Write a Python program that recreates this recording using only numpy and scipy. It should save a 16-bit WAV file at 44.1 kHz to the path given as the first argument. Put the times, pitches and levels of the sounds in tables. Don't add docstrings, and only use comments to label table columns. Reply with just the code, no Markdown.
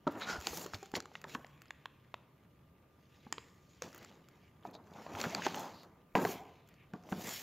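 import sys
import numpy as np
from scipy import signal
from scipy.fft import rfft, irfft, next_fast_len
from scipy.io import wavfile
from scipy.ndimage import uniform_filter1d, map_coordinates

SR = 44100
rng = np.random.default_rng(int(sys.argv[2]) if len(sys.argv) > 2 else 0)


def master_out(mix):
    frames = np.transpose(np.atleast_2d(mix))
    ceiling = np.clip(frames, -1, 1)
    pcm = np.round(ceiling * 32767).astype(np.int16)
    wavfile.write(sys.argv[1], SR, pcm)


def nominal_scale(level):
    x = np.asarray(level, float) / 20
    return 10 ** x


N = 327513


def unit(x):
    return x / np.sqrt(np.mean(x ** 2) + 1e-20)


def along(points, hz):
    point_hz, value = np.transpose(points)
    return np.interp(np.log(hz + 1), np.log(point_hz + 1), value)


def wobble(rate_hz):
    at = np.arange(0, N + 16, 16)
    knots = rng.standard_normal(int(N * rate_hz / SR) + 4)
    return np.interp(np.arange(N), at, map_coordinates(knots, [at * rate_hz / SR]))


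def filtered(x, response):
    m = next_fast_len(x.shape[-1] + 8192)
    return irfft(rfft(x, m) * response(np.fft.rfftfreq(m, 1 / SR)), m)[..., :x.shape[-1]]


def ring(t, hz, t60_s):
    return np.sin(2 * np.pi * hz * t) * nominal_scale(-60 * t / t60_s)


# frequency in Hz, level in dB per Hz.
RUB = [(35, -36), (60, -10), (96, 7), (133, -8.5), (172, -0.5), (527, -9), (830, -4.5), (1250, -8),
       (2050, -9.5), (2710, -11.5), (3850, -13.5), (5800, -16.5), (7060, -15.5), (7650, -26.5),
       (8710, -37.5), (14600, -25), (16000, -31.5)]


def band(lo_hz, hi_hz):
    def response(f):
        edges = (1 + (lo_hz / (f + 1)) ** 8) * (1 + (f / hi_hz) ** 8)
        return nominal_scale(along(RUB, f)) / np.sqrt(edges)
    return response


def slips(slow_db, fast_db, grit_db, patchy_db):
    clumps = nominal_scale(slow_db * wobble(25) + fast_db * wobble(220))
    struck = rng.random(N) < 0.015
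    grains = struck * rng.standard_normal(N) * nominal_scale(5.2 * rng.exponential(size=N).clip(0, 2.3))
    rough = clumps * (rng.standard_normal(N) + nominal_scale(grit_db) * unit(grains))
    z = signal.stft(rough, nperseg=512)[2]
    field = uniform_filter1d(rng.standard_normal(z.shape), size=4, axis=0)
    field = uniform_filter1d(field, size=9, axis=1)
    return unit(signal.istft(z * nominal_scale(patchy_db * unit(field)), nperseg=512)[1][:N])


REST_DB = (-81.5, -73, -77, -94, -92.5)


def gestures(rows, rest_db, second=False):
    rounded = 1.3
    t = np.arange(0, N, 16) / SR
    power = nominal_scale(2 * rest_db)
    for s, rise, fall, db, *over_db in rows:
        away = np.where(t < s, (s - t) / rise, (t - s) / fall)
        power = power + nominal_scale(2 * (db + second * sum(over_db) - 20 * away ** rounded))
    return np.interp(np.arange(N) / SR, t, np.sqrt(power))


# start in seconds, peak in dB, panel in Hz, bright part in dB, low part in dB.
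CREASES = [(0.0686, -42, 885, -28, -1), (0.0751, -32.5, 1180, -23.5, 5), (0.4691, -22.5, 4550, 0.5, -13),
           (0.7344, -34.5, 1270, -13, 0), (0.7441, -36, 4320, -28, -36), (0.9399, -35, 1090, -16, -27),
           (0.9529, -28.5, 2240, -27, -19), (1.0025, -34.5, 1340, -3.5, -23), (1.056, -41, 1180, -12, -12),
           (1.116, -57, 895, -38, 10), (1.1529, -32.5, 1970, -27, -6), (1.2406, -31.5, 1760, -16.5, -28),
           (1.3483, -28, 1250, -17, -8), (1.394, -56, 900, -36, 10), (1.4452, -41, 1800, -23, 4.5),
           (1.706, -32.5, 1760, -13, -36), (1.8564, -29, 1086, -23, -29.5), (2.141, -28, 1002, -28.5, -6),
           (3.325, -25, 1830, 0, -15), (3.3398, -44, 1810, -20, -18), (3.381, -32, 1080, -23, -20),
           (3.8208, -33, 1110, 0.5, -2.5)]
# start in seconds, peak in dB, panel in Hz, bright part in dB, low part in dB.
POPS = [(4.6253, -59, 970, -25, 4), (4.6513, -47.5, 920, -21, 19), (4.741, -53.5, 894, -24, 8),
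        (4.7506, -52, 900, 1, 14.5), (5.0645, -46, 926, -39, 16), (5.1507, -33.5, 960, -25, -9),
        (5.2134, -29.5, 4300, 2.5, -26), (5.2395, -26.5, 1410, -22.5, -13.5),
        (5.3479, -23, 4570, -7.5, -31.5), (5.465, -22.5, 800, -9.5, -25), (5.544, -34, 1010, -5, -23.5),
        (6.152, -23.5, 880, -23, 10.5), (6.25, -24.5, 847, -18.5, -2), (6.9354, -43, 1440, -15.5, 4),
        (7.089, -46, 920, -25, 6), (7.1236, -36.5, 860, -25, -7)]
# start in seconds, peak in dB, air in dB.
TICKS = [(0.4024, -45, -14.5), (0.411, -40.5, -20.5), (0.422, -44.5, -20), (0.5716, -41, 0),
         (0.642, -50.5, -17.5), (0.6626, -38.5, -17.5), (0.829, -42.5, -22.5), (0.8576, -49, -18.5),
         (0.9161, -48.5, -16.5), (1.0234, -52, -21.5), (1.215, -49, -14), (1.282, -51, -19),
         (1.4665, -51.5, -35.5), (1.6183, -48, -14), (1.656, -55, -33), (3.9285, -50, -17),
         (3.946, -45.5, -10.5), (3.96, -51.5, -15), (3.978, -54.5, -1.5), (4.028, -51, -14.5),
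         (4.0467, -44, -25), (4.2857, -53.5, -15), (4.871, -59, -25.5), (4.9363, -60, -10.5),
         (5.832, -53, -14.5), (6.6744, -58, -16.5), (6.6877, -58, -7.5), (6.74, -61, -24),
         (7.0362, -56, -22.5)]
# start in seconds, peak in dB.
FLECKS = [
    (0.1064, -73),
    (0.1111, -55.5),
    (0.1203, -53),
    (4.7102, -56.5),
    (5.5563, -40.5),
    (5.5951, -38.5),
]


def buckles():
    tick_hz, tick_bright_db, tick_low_db = 1340, -3, -14.5
    rows = [(s, db, hz, bright, -41.5, low) for s, db, hz, bright, low in CREASES]
    rows += [(s, db, hz, bright, -29.5, low) for s, db, hz, bright, low in POPS]
    rows += [(s, db, tick_hz, tick_bright_db, air, tick_low_db) for s, db, air in TICKS]
    flecks = [(s, db - 10.5, tick_hz, tick_bright_db, 0, tick_low_db) for s, db in FLECKS]
    return sorted(rows) + flecks


def snaps():
    out, t = np.zeros(N + SR), np.arange(SR // 25) / SR
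    rows = buckles()
    chance = rng.standard_normal((len(rows), 4))
    puffs = rng.standard_normal((len(rows), 3, len(t)))

    def burst(i, lo_hz, hi_hz, t60_s):
        x = filtered(puffs[:, i], band(lo_hz, hi_hz)) * nominal_scale(-60 * t / t60_s)
        return x / abs(x).max(axis=1, keepdims=True)

    rasp = burst(0, 1004, 3600, 0.0095)
    crack = burst(1, 4500, 9500, 0.0085)
    air = burst(2, 9500, 16000, 0.024)
    rise = (1 - np.exp(-t / 0.00025)) ** 2
    for row, c, mid, hiss, top in zip(rows, chance, rasp, crack, air):
        s, db, hz, bright_db, air_db, low_db = row
        panel = ring(t, hz, 0.0089) + 0.54 * ring(t, 2600 + 200 * c[0], 0.0063) + 0.78 * mid
        bright = ring(t, 7150 + 90 * c[1], 0.0046) + 1.01 * hiss
        low = ring(t, 760 + 60 * c[2], 0.011)
        pop = panel + nominal_scale(bright_db + 2.0) * bright + nominal_scale(air_db + 8) * top + nominal_scale(low_db - 2.5) * low
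        out[round((s + 0.0004) * SR):][:len(t)] += nominal_scale(db + 2.5) * rise * pop
    return out[:N]


# start in seconds, peak in dB, pitch in Hz.
NICKS = [(.1596, -52.5, 700), (.208, -42, 2300), (.246, -46, 4000), (.288, -31, 1500), (.318, -41, 4900),
         (.485, -41.5, 3000), (.573, -32, 5330), (.594, -41, 7300), (.614, -42, 4600), (.647, -41, 5500),
         (0.7453, -35, 3630), (.953, -24.5, 4150), (1.142, -55, 1500), (1.157, -45, 1090),
         (1.25, -41.5, 1000), (1.32, -49, 4470), (1.35, -30, 1750), (1.354, -35, 1100), (1.36, -46, 1480),
         (1.61, -62, 8000), (1.6823, -53, 4990), (3.055, -61.5, 4480), (4.61, -65.5, 6530),
         (4.634, -54.5, 3160), (4.663, -51, 3900), (4.671, -53, 6200), (4.672, -51, 3700),
         (4.702, -57, 4300), (4.752, -45, 4000), (4.84, -63, 4200), (4.865, -62.5, 6200),
         (4.889, -61, 6000), (4.928, -58, 6500), (4.938, -50.5, 3700), (5.101, -53.5, 900),
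         (5.187, -39.5, 3370), (5.254, -31, 1600), (5.297, -37, 6600), (5.33, -36.5, 700),
         (5.42, -35.5, 1610), (5.458, -33, 6160), (5.504, -40.5, 1200), (5.545, -33.5, 2800),
         (5.574, -35.5, 900), (5.606, -40, 6910), (5.616, -43, 1300), (5.64, -40.5, 1000),
         (6.119, -63.5, 2200), (6.167, -24.5, 824), (6.269, -33, 1100), (6.252, -25, 780),
         (0.4694, -23, 6950), (3.3255, -27, 6840), (3.499, -57, 5000), (3.99, -47, 3970),
         (4.082, -58, 5560), (4.095, -58, 6500), (4.155, -56, 6060), (7.009, -61.5, 1200),
         (7.198, -45, 750)]
# start in seconds, peak in
# dB, pitch in Hz.
MORE_NICKS = [(.0678, -29, 620), (.0805, -31, 560), (.0755, -37, 3700), (.219, -36, 1400), (.2845, -33.5, 1412),
              (4.961, -47.5, 826), (4.987, -48, 980), (5.124, -43, 800), (5.17, -37, 930), (5.2445, -31.5, 1900),
              (5.262, -36.5, 1300), (5.396, -37.5, 840), (5.4675, -26.5, 793), (5.4655, -29, 2770),
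              (6.1525, -24, 1990), (6.2505, -30.5, 2100), (6.291, -36.5, 361), (7.1185, -42, 2090),
              (7.1255, -33, 1040), (.7355, -33, 1300), (5.348, -31, 6960), (5.214, -30, 6500), (4.756, -46, 750),
              (1.157, -41, 2000), (1.2165, -50, 2500), (7.127, -36, 1500), (5.0655, -43, 1100), (.957, -37, 2200)]


def nicks(rows):
    cycles, fuzz = 16, 0.56
    out, t = np.zeros(N + SR), np.arange(SR // 30) / SR
    rise = 1 - np.exp(-t / 0.00073)
    for (s, db, hz), puff in zip(rows, rng.standard_normal((len(rows), len(t)))):
        rasp = unit(filtered(puff, lambda f: nominal_scale(along(RUB, f.clip(7060))) / (1 + (3.7 * (f - hz) / hz) ** 2)))
        fold = (np.sin(2 * np.pi * hz * t) + fuzz * rasp) * nominal_scale(-60 * t / (cycles / hz + 0.0039))
        out[round(s * SR):][:len(t)] += nominal_scale(db + 1.5) * rise * fold
    return out[:N]


# start in seconds, end in seconds, slips per second, level in dB, pitch in Hz.
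CREAKS = [
    (1.277, 1.312, 165, -55, 3600),
    (1.277, 1.34, 150, -55, 7100),
    (5.425, 5.463, 230, -42, 6300),
    (.285, .335, 200, -41, 6600),
]


def creaks():
    rows = []
    for start, end, rate, db, hz in CREAKS:
        for s in np.arange(start, end, 1 / rate):
            late_s = 0.12 * rng.standard_normal() / rate
            slip_db = db + 2.5 * rng.standard_normal()
            rows.append((s + late_s, slip_db, hz * (1 + 0.05 * rng.standard_normal())))
    return rows


# peak, rise and fall in seconds, rustle in dB, hiss over rustle in dB.
CRUMPLES = [(.071, 0.0035, 0.025, -62, 13.5), (.12, 0.072, 0.84, -58, -6), (.214, 0.017, 0.07, -43, -6),
            (.299, 0.047, 0.093, -40.5, -0.5), (.475, 0.091, 0.17, -47.5, -4),
            (.58, 0.23, 0.21, -55.5, 5.5), (.746, 0.019, 0.021, -50, 7), (.842, 0.18, 0.089, -59.5, -1.5),
            (.958, 0.019, 0.033, -39.5, 0.5), (1.159, 0.066, 0.064, -68, 6.5), (1.3, 0.05, 0.05, -56, -2.5),
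            (1.35, 0.054, 0.023, -51, -3.5), (1.6, 1, 0.93, -66, -35), (2.151, 0.02, 0.15, -74, -14),
            (3.2, 0.34, 0.96, -68, -5.5), (3.334, .012, 0.18, -59, -31), (3.75, 0.16, 0.14, -71.5, 2.5),
            (3.828, 0.013, 0.099, -56, 4.5), (4.041, 0.39, 0.22, -59.5, -7.5), (4.4, 0.71, 0.35, -70.5, -9)]
# peak, rise and fall in seconds, rustle in dB, hiss over rustle in dB.
FLEXES = [(4.663, 0.059, 0.086, -61.5, -22), (4.744, 0.018, 0.027, -64, 4), (5.0, 0.11, 0.3, -59.5, -2.5),
          (5.228, 0.14, 0.25, -44, -5), (5.461, .055, 0.019, -37, -9.5), (5.49, 0.43, 0.31, -47, -5.5),
          (5.61, 0.31, 0.12, -57, 6.5), (6.159, 0.0064, 0.063, -37.5, -14), (6.2, 0.026, 0.26, -47, -16),
          (6.316, 0.12, 0.11, -47, -9.5), (6.45, 0.15, 0.59, -66, -13), (6.944, 0.0077, 0.11, -68, -7),
          (7.1, 0.016, .4, -64, -6), (7.275, 0.19, 0.51, -45, -3.5)]
# peak, rise and fall in seconds, level in dB.
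BRUSHES = [(.12, .05, 0.28, -79), (.2, 0.057, 0.029, -60), (.53, 0.093, 0.095, -47),
           (.635, 0.24, 0.024, -47), (.746, .05, 0.12, -68), (.968, 0.011, 0.0063, -47),
           (1.32, 0.095, 0.22, -64), (1.5, 0.22, 0.74, -81.5), (3.49, .2, 0.65, -84.5),
           (3.833, 0.017, 0.32, -71), (4.67, 0.053, 0.047, -69), (5.05, 0.34, .3, -75),
           (5.228, 0.12, 0.13, -53.5), (5.45, .2, 0.33, -67), (5.609, 0.11, 0.1, -57),
           (5.825, 0.3, 0.054, -71.5), (6.155, 0.0039, 0.048, -49), (6.22, 0.041, 0.18, -46.5),
           (6.32, 0.13, 0.053, -46), (7.1, 0.011, 0.34, -57), (7.28, 0.15, 0.57, -44.5)]


def film():
    drive = slips(slow_db=1.08, fast_db=1.32, grit_db=-6, patchy_db=2.5)
    bends = CRUMPLES + FLEXES
    rustle = gestures(bends, REST_DB[2]) * unit(filtered(drive, band(1800, 3150)))
    hiss = gestures(bends, REST_DB[3], second=True) * unit(filtered(drive, band(4000, 12500)))
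    air = gestures(BRUSHES, REST_DB[4]) * unit(filtered(drive, band(9000, 13600)))
    return nominal_scale(-6.0) * (rustle + hiss + air)


# peak, rise and fall in seconds, body in dB, walls over body in dB.
SHOVES = [(.076, 0.0065, 0.046, -32, -5), (.13, 0.041, 0.5, -51.5, -2), (.3, 0.2, 0.16, -52, 13.5),
          (.58, 0.35, 0.25, -52.5, 4.5), (.75, 0.018, 0.026, -49.5, 5), (.97, 0.03, 0.032, -42, 3),
          (1.141, 0.028, 0.094, -65, -6), (1.35, 0.16, 0.09, -52.5, -1.5), (3.354, 0.34, 0.4, -63, -20.5),
          (3.83, 0.012, 0.099, -48.5, 0.5), (3.95, 0.073, 0.54, -60.5, 0.5)]
# peak, rise and fall in seconds, body in dB,
# walls over body in dB.
DRAGS = [(4.66, 0.02, 0.3, -56.5, -2), (4.965, 0.06, 0.25, -56, 7), (5.152, 0.06, 0.15, -48, 4),
         (5.256, .15, 0.054, -47.5, 13.5), (5.4, 0.55, 0.42, -47.5, 7.5), (5.469, 0.049, 0.02, -38.5, 9),
         (5.6, 0.24, 0.31, -51.5, 8), (6.168, 0.015, 0.21, -33.5, -0.5), (6.939, 0.007, 0.056, -47, -6),
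         (7.127, 0.016, 0.24, -42.5, -4), (7.32, 0.37, 0.2, -58, 10.5), (7.06, 0.056, 0.1, -53.5, -26)]


def box():
    drive = slips(slow_db=2.0, fast_db=2.0, grit_db=-13.5, patchy_db=0.5)
    body = gestures(SHOVES + DRAGS, REST_DB[0]) * unit(filtered(drive, band(135, 510)))
    walls = gestures(SHOVES, REST_DB[1], second=True) * unit(filtered(drive, band(450, 1650)))
    tray = gestures(DRAGS, REST_DB[3], second=True) * unit(filtered(drive, band(480, 1300)))
    return nominal_scale(-1.5) * body + nominal_scale(-7.0) * walls + nominal_scale(-9.5) * tray


# start in seconds, peak in dB, body in Hz, walls in dB, t60 in seconds.
KNOCKS = [(0.0666, -25.5, 282, 2, 0.066), (0.468, -40, 342, 7.5, 0.06), (0.529, -38, 473, 3, 0.044),
          (0.658, -30, 380, -9, 0.019), (0.824, -49, 404, 5.5, 0.08), (0.936, -30, 287, 4, 0.024),
          (0.968, -25.5, 458, -25, 0.017), (0.978, -27, 298, -12, 0.011), (1.241, -42, 430, 7, 0.027),
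          (1.349, -33.5, 250, 3, 0.044), (3.264, -39.5, 216, -0.5, 0.03), (3.818, -31, 510, -30, 0.031),
          (4.649, -57, 408, 15.5, 0.1), (5.263, -31.5, 178, -15, 0.065), (5.463, -34.5, 378, 1.5, 0.069),
          (6.151, -28, 205, 6.5, 0.12), (6.248, -29, 432, 5, 0.045), (6.933, -39.5, 181, -7.5, 0.15),
          (7.122, -30.5, 325, 3.5, 0.044), (7.119, -30, 193, -8, 0.093), (3.323, -38.5, 310, -12, 0.022),
          (3.378, -38.5, 450, -2, 0.022), (6.164, -31, 291, 3.5, 0.1), (6.183, -33.5, 445, 3, .09),
          (6.219, -36, 444, -4, 0.039), (0.0731, -36, 207, 13, .04)]
# frequency in Hz, level in dB.
WALLS = [(430, 4.5), (640, -2), (810, 8), (1100, 3), (1450, -2.5)]


def knocks():
    out, t = np.zeros(N + SR), np.arange(SR // 3) / SR
    rise = 1 - np.exp(-t / 0.0019)
    chance = rng.standard_normal((len(KNOCKS), 2, len(WALLS)))
    for (s, db, hz, wall_db, t60), (size, pitch) in zip(KNOCKS, chance):
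        walls = 0
        for (f, level), g, p in zip(WALLS, size, pitch):
            walls = walls + nominal_scale(level + 2.5 * g) * ring(t, f * (1 + 0.098 * p), 0.64 * t60)
        body = ring(t, hz, t60) + 0.5 * ring(t, 1.2 * hz, 0.6 * t60)
        blow = body + nominal_scale(wall_db - 10.0) * walls
        out[round((s + 0.002) * SR):][:len(t)] += nominal_scale(db + 2) * rise * blow
    return out[:N]


# start in seconds, end in seconds, centre in Hz, width in Hz,
# level in dB.
SLIDES = [(0.265, 0.365, 1430, 220, -44.5), (.203, 0.284, 3900, 700, -53.5), (.195, .27, 920, 610, -47),
          (4.728, 4.785, 4000, 960, -60.5), (5.165, 5.2, 850, 350, -48), (3.685, 3.73, 6600, 900, -70),
          (4.13, 4.165, 6600, 1300, -66), (4.03, 4.06, 7000, 1200, -68), (5.552, 5.72, 860, 430, -49.5),
          (5.73, 5.865, 4300, 1300, -64), (6.682, 6.894, 2300, 1100, -73.5), (.345, 0.42, 1420, 260, -52),
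          (0.21, 0.28, 2300, 560, -53), (.28, .35, 4500, 900, -53), (6.27, 6.52, 760, 170, -58),
          (7.27, 7.33, 1130, 400, -50), (5.31, 5.4, 690, 360, -50)]


def slides():
    out, t = np.zeros(N), np.arange(N) / SR
    for start, end, hz, width, db in SLIDES:
        stroke = np.clip((t - start) / 0.012, 0, 1) * np.clip((end - t) / 0.052, 0, 1)
        hiss = filtered(rng.standard_normal(N), lambda f: 1 / (1 + (2 * (f - hz) / width) ** 2))
        out += nominal_scale(db + 1.9 * wobble(29)) * stroke * unit(hiss)
    return out


# start in seconds, peak in dB, pitch in Hz.
BUMPS = [
    (0.33, -52, 69),
    (0.383, -42.5, 71),
    (0.509, -48, 72.6),
    (0.741, -42.5, 97),
    (5.141, -46.5, 98.3),
]


def bumps():
    out, t = np.zeros(N + SR), np.arange(SR // 8) / SR
    for s, db, hz in BUMPS:
        out[round(s * SR):][:len(t)] += nominal_scale(db + 5.5) * (1 - np.exp(-t / 0.0019)) * ring(t, hz, 0.1)
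    return out[:N]


# frequency in Hz, t60 in seconds.
ROOM = [(150, 0.53), (700, 1), (2500, 0.6), (7000, 0.62), (14000, 1)]


def room(x):
    out, step = np.zeros(N + 2 * SR), SR // 3
    for at in range(0, N, step):
        hz, t, z = signal.stft(rng.standard_normal(SR), SR, nperseg=256)
        decay = nominal_scale(-60 * t / along(ROOM, hz)[:, None])
        tail = signal.istft(z * decay, SR, nperseg=256)[1]
        wet = signal.fftconvolve(x[at:at + step], tail / np.linalg.norm(tail))
        out[at + 300:][:len(wet)] += wet
    return out[:N]


# start in seconds, end in seconds, pitch in Hz, level in dB rms.
HUMS = [
    (1.1, 1.72, 143, -62.5),
    (1.84, 2.4, 124.3, -68),
    (2.279, 2.8, 130.6, -73.5),
    (2.45, 3.2, 84.4, -73),
    (2.98, 3.3, 167, -71),
    (3.48, 3.72, 133.5, -66),
    (4.4, 4.8, 106, -67),
    (1.4, 4.8, 301, -87),
]


def hums():
    out, t = np.zeros(N), np.arange(N) / SR
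    for start, end, hz, db in HUMS:
        fade = np.clip(np.minimum(t - start, end - t) / 0.13, 0, 1)
        level = nominal_scale(db - 1.0 + 2.6 * wobble(9))
        out += level * fade * np.sin(2 * np.pi * hz * t + 1.1 * wobble(8))
    return out


# frequency in Hz, level in dB per Hz.
HUSH = [(13, -50), (22, -7), (43, -22.5), (64, -6), (128, -5.5), (160, -5), (217, -10.5), (347, -14.5),
        (653, -21), (730, -38), (1170, -24.5), (1300, -30.5), (7390, -51.5), (14700, -40), (16000, -51.5)]
# pitch in Hz, level in dB rms.
WHINE = (1200, -81.5)


def hush():
    murmur = unit(filtered(rng.standard_normal(N), lambda f: nominal_scale(along(HUSH, f))))
    rumble = nominal_scale(-65.5 + 0.37 * wobble(18.0)) * murmur
    motor = unit(filtered(rng.standard_normal(N), lambda f: 1 / (1 + ((f - 138) / 12) ** 2)))
    drone = nominal_scale(-79 + 0.56 * wobble(1.5)) * motor
    whine_hz, whine_db = WHINE
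    tone = np.sin(2 * np.pi * whine_hz * np.arange(N) / SR)
    return rumble + drone + nominal_scale(whine_db + 3.5 + 1.1 * wobble(5.5)) * tone


def scene():
    pops = snaps() + nicks(NICKS) + nicks(MORE_NICKS) + nicks(creaks())
    blows = knocks()
    rubbing = box() + film() + slides() + bumps() + hush() + hums()
    mono = rubbing + pops + blows + room(nominal_scale(-16.0) * pops + nominal_scale(-12.0) * blows)
    return np.array([mono, mono])


def roll_off(x):
    return signal.sosfilt(signal.butter(12, 16660, fs=SR, output="sos"), x)


# frequency in Hz, level in dB per Hz.
APART = [(18, -45.5), (30, -14), (64, -15.5), (102, -4), (432, -2), (532, -6), (639, -1.5), (4420, -20),
         (15500, -25)]


def record(dry):
    hiss_db, mute_db, top_hz = -78.5, -46, 15750
    loudness = np.sqrt(abs(uniform_filter1d(dry[0] ** 2, size=2048)))
    hiss = unit(filtered(rng.standard_normal(N), lambda hz: nominal_scale(along(APART, hz))))
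    trace = nominal_scale(hiss_db) * hiss / (1 + (loudness / nominal_scale(mute_db)) ** 6)

    def microphone(hz):
        top = np.where(hz < top_hz, 1, nominal_scale(-25) * (hz < 16500))
        return top * hz ** 2 / (hz ** 2 + 28 ** 2)

    return roll_off(filtered(dry + [trace, -trace], microphone))


dry = scene()
out = record(dry)
master_out(out)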